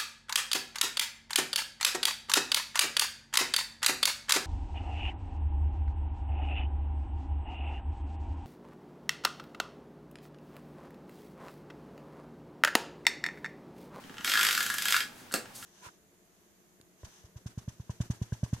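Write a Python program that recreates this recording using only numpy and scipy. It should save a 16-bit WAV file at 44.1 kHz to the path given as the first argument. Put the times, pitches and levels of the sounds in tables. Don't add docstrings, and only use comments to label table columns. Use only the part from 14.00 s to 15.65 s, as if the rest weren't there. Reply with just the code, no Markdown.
import sys
import numpy as np
from scipy import signal
from scipy.fft import rfft, irfft
from scipy.io import wavfile

SR = 44100
rng = np.random.default_rng(int(sys.argv[2]) if len(sys.argv) > 2 else 0)


def put_to_file(sound):
    columns = np.atleast_2d(sound).T
    safe = np.clip(columns, -1, 1)
    whole_steps = np.round(safe * 32767)
    wavfile.write(sys.argv[1], SR, whole_steps.astype(np.int16))


N = 72765
TIME = np.arange(N) / SR

# t/s, tip tick/dB, snap/dB, case ring/dB
RATCHET_TEETH = [(0.2461, -11, -8.5, -12.5), (0.2768, -19, -6.5, -13.5), (0.2966, -9, -8, -17),
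                 (0.3169, -14, -3.5, -6), (0.337, -9.5, -5.5, -5), (0.3546, -25, -11.5, -3.5),
                 (0.3734, -23, -4, -3.5), (0.392, -11, -5, -4), (0.4102, -9, -2.5, -32),
                 (0.4296, -4, -5, -4.5), (0.4487, -7, -4.5, -5), (0.4673, -8, -2.5, -13),
                 (0.4871, -8, -5.5, -5.5), (0.509, -10, -5, -18), (0.5279, -9, -10, -10),
                 (0.5496, -12, -7, -8.5), (0.5764, -10, -7.5, -4), (0.6048, -10, -8.5, -6.5),
                 (0.6278, -9, -14.5, -24), (0.6629, -10.5, -11.5, -11.5), (0.7003, -12, -13.5, -7),
                 (0.74, -10.5, -13.5, -10.5), (0.783, -9, -12.5, -16.5), (0.8217, -9, -9, -24),
                 (0.855, -7, -6.5, -11), (0.8835, -7, -6, -22), (0.905, -6, -8, -21),
                 (0.924, -5.5, -1.5, -28), (0.942, -13, -4, -0.5), (0.9648, -9, -3.5, -7.5),
                 (1.0052, -14.5, -7.5, -13)]
# f/Hz, level/dB, t60/s
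PAWL_MODES = [(3146, -3.5, 0.018), (3368, -5.5, 0.026), (3665, -5.5, 0.031), (4663, -2.5, 0.013)]
# t/s, level/dB
PEEL_ENVELOPE = [(.16, -70), (.19, -61.5), (.243, -54), (.255, -36), (.45, -35.5), (.60, -37.5), (.68, -41),
                 (.79, -43.5), (.93, -34), (1.03, -43.5), (1.07, -63), (1.15, -69)]


def from_db(db):
    return 10 ** (np.asarray(db) / 20)


def unit_rms(x):
    return x / np.sqrt(np.mean(x ** 2) + 1e-20)


def at_hz(points, hz):
    f, value = np.transpose(points)
    return np.interp(np.log(np.maximum(hz, 1)), np.log(f), value)


def level(curve):
    return from_db(np.interp(TIME, *np.transpose(curve), left=-120, right=-120))


def through(x, response):
    return signal.fftconvolve(x, response)[:N]


def butterworth(x, order, cut_hz, kind):
    return signal.sosfilt(signal.butter(order, cut_hz, kind, fs=SR, output="sos"), x)


def coloured(x, spectrum, size=4096):
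    gain = unit_rms(from_db(at_hz(spectrum, np.fft.rfftfreq(size, 1 / SR))))
    cepstrum = irfft(np.log(gain))[:size // 2]
    cepstrum[1:] *= 2
    return through(x, irfft(np.exp(rfft(cepstrum, size))))


def clicks(times_s, db):
    out = np.zeros(N)
    np.add.at(out, (np.asarray(times_s) * SR).astype(int), from_db(db))
    return out


def bursts(times_s, db, rise_s, fall_s, order=1, spread=0, size=1024):
    out = np.zeros(N + size)
    for start, gain in zip((times_s * SR).astype(int), from_db(db)):
        t = TIME[:size] * np.exp(spread * rng.standard_normal())
        shape = (1 - np.exp(-t / rise_s)) ** order * np.exp(-t / fall_s)
        chatter = rng.standard_normal(size)
        for _ in range(3):
            even = irfft(np.exp(1j * np.angle(rfft(shape * chatter))), size)
            chatter = np.cos(np.angle(signal.hilbert(even)))
        out[start:start + size] += gain * unit_rms(shape * chatter) / np.sqrt(size)
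    return out[:N]


def ring(force, modes):
    response = sum((-1) ** k * from_db(db - 60 * TIME / t60_s) * np.sin(2 * np.pi * hz * TIME)
                   for k, (hz, db, t60_s) in enumerate(modes))
    return through(force, response)


def gliding(x, curve, width_hz):
    centre_hz = np.interp(TIME, *np.transpose(curve))
    turn = np.exp(2j * np.pi * np.cumsum(centre_hz) / SR)
    r = np.exp(-np.pi * width_hz / SR)
    return np.real(turn * signal.lfilter([np.sqrt(2 * (1 - r * r))], [1, -r], x / turn))


def room_tone():
    # f/Hz, level/dB
    spectrum = [(20, -4), (60, -12), (105, 3.5), (160, -1), (240, 3), (400, -3.5), (720, -6.5), (845, -0.5),
                (980, -5), (1600, -6), (7000, -17.5), (15000, -22.5)]
    return coloured(rng.standard_normal(N), spectrum)


def case(force, tilt_db_per_octave_s=70, wander_db=3, wander_per_s=25):
    # f/Hz, level/dB, t60/s
    modes = [(1322, -13.5, 0.067), (1403, -11.5, 0.07), (1486, -6, 0.055), (1532, -6.5, 0.061),
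             (1579, -10.5, 0.094), (1668, -5, 0.11), (1697, -17.5, 0.069)]
    start_s, end_s = RATCHET_TEETH[0][0], RATCHET_TEETH[-1][0]
    tilt_db_per_octave = tilt_db_per_octave_s * (np.clip(TIME, start_s, end_s) - (start_s + end_s) / 2)
    centre_hz = np.mean(modes, axis=0)[0]
    knots_s = np.arange(0, N / SR, 1 / wander_per_s)
    rings = 0
    for mode in modes:
        grip_db = np.interp(TIME, knots_s, rng.normal(0, wander_db, len(knots_s)))
        tilt_db = tilt_db_per_octave * np.log2(mode[0] / centre_hz)
        rings = rings + ring(force * from_db(grip_db + tilt_db), [mode])
    return butterworth(rings, 4, 1078, "high")


def taps(snap_db=3.5, ring_db=-22.5):
    # t/s, level/dB
    knocks = [(0.039, -29.5), (0.096, -28.5), (0.142, -29.5), (0.169, -26), (.182, -17), (0.208, -20),
              (1.312, -27), (1.457, -30), (1.626, -23)]
    # f/Hz, level/dB
    spectrum = [(800, -8), (1400, 12.5), (1950, 5), (2400, -4), (2900, 11), (4000, -5.5), (7500, -6),
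                (14000, -60)]
    times_s, db = np.transpose(knocks)
    contact = bursts(times_s, db + snap_db, rise_s=.0005, fall_s=.0014)
    return coloured(contact, spectrum) + case(clicks(times_s, db + ring_db))


def desk(force):
    # f/Hz, level/dB, t60/s
    modes = [(218, -0.5, 0.065), (279.7, -4.5, 0.14), (387, -14, 0.14), (497, -1.5, 0.047),
             (668, -5, 0.052), (728, -8, 0.049)]
    return butterworth(ring(force, modes), 2, 116, "high")


def bumps(push_s=.003, push_db=1.5, rub_db=-80):
    # t/s, level/dB
    touches = [(0.042, -38.5), (.097, -35.5), (0.193, -38), (0.338, -41.5), (0.655, -43), (0.703, -51),
               (1.048, -44), (1.212, -42.5)]
    times_s, db = np.transpose(touches)
    pulse = np.sin(np.pi * np.minimum(TIME / push_s, 1)) ** 2
    pushes = through(clicks(times_s, db + push_db), pulse / pulse.sum())
    rumble = unit_rms(butterworth(rng.standard_normal(N), 2, 240, "low"))
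    rub = from_db(rub_db) * np.sqrt(level(PEEL_ENVELOPE)) * rumble
    return desk(pushes + rub)


def tape(pops_per_s=9000, spread_db=2.5):
    # f/Hz, level/dB
    spectrum = [(120, -14.5), (480, -5.5), (630, -9.5), (820, -2), (950, -6), (1500, 1), (2400, 1),
                (3800, 4.5), (6000, 1), (10000, -4.5), (12300, 1), (15500, -10.5)]
    # t/s, f/Hz
    glide = [(.34, 3750), (.42, 3170), (.53, 3330), (.86, 2700)]
    sizes = from_db(spread_db * np.minimum(rng.exponential(1, N), 4))
    signs = rng.choice([-1, 1], N)
    popping = rng.random(N) < pops_per_s / SR
    pops = level(PEEL_ENVELOPE) * unit_rms(sizes * signs * popping)
    tone = from_db(-21) * gliding(pops, glide, width_hz=160)
    ringing = from_db(-37) * case(pops) + from_db(-39) * ring(pops, PAWL_MODES)
    return coloured(pops, spectrum) + tone + ringing


def ratchet(lead_s=.0012, snap_gain_db=1.5, pawl_gain_db=-21.5, case_gain_db=-20):
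    # f/Hz, level/dB
    tip_spectrum = [(1500, -25), (4000, -8), (6000, 5), (8000, 5.5), (10000, 2), (12500, 6.5), (15500, -14)]
    # f/Hz, level/dB
    snap_spectrum = [(200, -22.5), (500, -14), (900, -12), (1300, 0), (2000, 4.5), (2600, 4), (3300, 4.5),
                     (4200, -5), (4900, 3), (6200, -14.5), (7600, -3.5), (9800, -27), (15500, -29)]
    times_s, tip_db, snap_db, ring_db = np.transpose(RATCHET_TEETH)
    climb_s = times_s - lead_s
    ticks = bursts(climb_s, tip_db, rise_s=.002, fall_s=.0017, order=2, spread=.2)
    snaps = bursts(climb_s, snap_db + snap_gain_db, rise_s=.004, fall_s=.0017, order=2, spread=.2)
    pawl = ring(clicks(times_s, snap_db + pawl_gain_db), PAWL_MODES)
    case_force = bursts(times_s, ring_db + case_gain_db, rise_s=.0015, fall_s=.0014)
    return coloured(ticks, tip_spectrum) + coloured(snaps, snap_spectrum) + pawl + case(case_force)


def slide():
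    # t/s, level/dB
    envelope = [(1.08, -76), (1.2, -58.5), (1.3, -79), (1.535, -69), (1.555, -45.5), (1.6, -52.5),
                (1.65, -48.5)]
    # f/Hz, level/dB
    spectrum = [(300, -11), (1500, -26), (3500, 4), (6500, 8), (9000, 6.5), (12500, 6), (15500, -6)]
    return level(envelope) * coloured(rng.standard_normal(N), spectrum)


def clack(rattle_db=-4.5, desk_db=-6.5):
    # t/s, crack/dB, body/dB
    impacts = [(1.3193, -21, -47), (1.3246, -15.5, -63), (1.3397, -1.5, -21.5)]
    # f/Hz, level/dB
    crack_spectrum = [(80, -32), (250, 5), (700, 3.5), (950, 4), (1400, 7), (2100, -1), (2700, -4),
                      (3500, 2.5), (4400, 10), (5700, 4.5), (8300, 13), (9500, 4.5), (13000, 5.5),
                      (15500, -14)]
    # f/Hz, level/dB
    rattle_spectrum = [(120, -5), (350, 7), (720, 5.5), (950, -6.5), (1800, 6.5), (3400, -11), (4400, 7),
                       (5800, -15), (11000, -6), (15500, -9)]
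    # f/Hz, level/dB, t60/s
    loose_part_modes = [(1351, -6.5, 0.027), (1656, -11.5, 0.1), (2730, -3.5, 0.016), (4400, -19, 0.076),
                        (8170, -20, 0.03)]
    times_s, crack_db, body_db = np.transpose(impacts)
    crack = bursts(times_s, crack_db, rise_s=.0006, fall_s=.0011)
    rattle = bursts(times_s, crack_db + rattle_db, rise_s=.0031, fall_s=.024, size=8192)
    blow = clicks(times_s, body_db)
    ringing = ring(blow, loose_part_modes) + from_db(desk_db) * desk(blow)
    return coloured(crack, crack_spectrum) + coloured(rattle, rattle_spectrum) + ringing


def room_tail(onset_s=.0022, size=22050):
    # f/Hz, t60/s
    decay = [(150, 0.18), (500, 0.29), (1600, 0.27), (4000, 0.22), (8000, 0.28), (15000, 0.11)]
    white = rfft(rng.standard_normal(size))
    hz, t = np.fft.rfftfreq(size, 1 / SR), TIME[:size]
    edges_hz = 84 * 2 ** (np.arange(17) / 2)
    tail = 0
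    for low, high in zip(edges_hz, edges_hz[1:]):
        band = white * ((hz >= low) & (hz < high))
        steady = np.cos(np.angle(np.fft.ifft(band, size)))
        t60_s = at_hz(decay, np.sqrt(low * high))
        tail = tail + np.sqrt(high - low) * steady * from_db(-60 * t / t60_s)
    onset = 1 - np.exp(-(t / onset_s) ** 2)
    return unit_rms(tail * onset) / np.sqrt(size)


def scene(tail_mid_db=-4.5, tail_side_db=-11.5, tone_mid_db=-53.5, tone_side_db=-56.5):
    # delay/s, level/dB
    reflections = [(.0029, -13), (0.0116, -20)]
    direct = taps() + bumps() + tape() + ratchet() + slide() + clack()
    early = through(direct, clicks(*np.transpose(reflections)))
    mid = direct + early + from_db(tail_mid_db) * through(direct, room_tail())
    side = from_db(tail_side_db) * through(direct, room_tail())
    mid += from_db(tone_mid_db) * room_tone()
    side += from_db(tone_side_db) * room_tone()
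    return np.array([mid + side, mid - side])


def record(dry, narrow_below_hz=350, narrow_above_hz=10500, cutoff_hz=16000):
    mid, side = (dry[0] + dry[1]) / 2, (dry[0] - dry[1]) / 2
    side = butterworth(side, 1, narrow_below_hz, "high")
    side = butterworth(side, 8, narrow_above_hz, "low")
    top_cut = signal.ellip(10, .1, 80, cutoff_hz, fs=SR, output="sos")
    return signal.sosfilt(top_cut, np.array([mid + side, mid - side]))


dry = scene()
out = record(dry)
put_to_file(out)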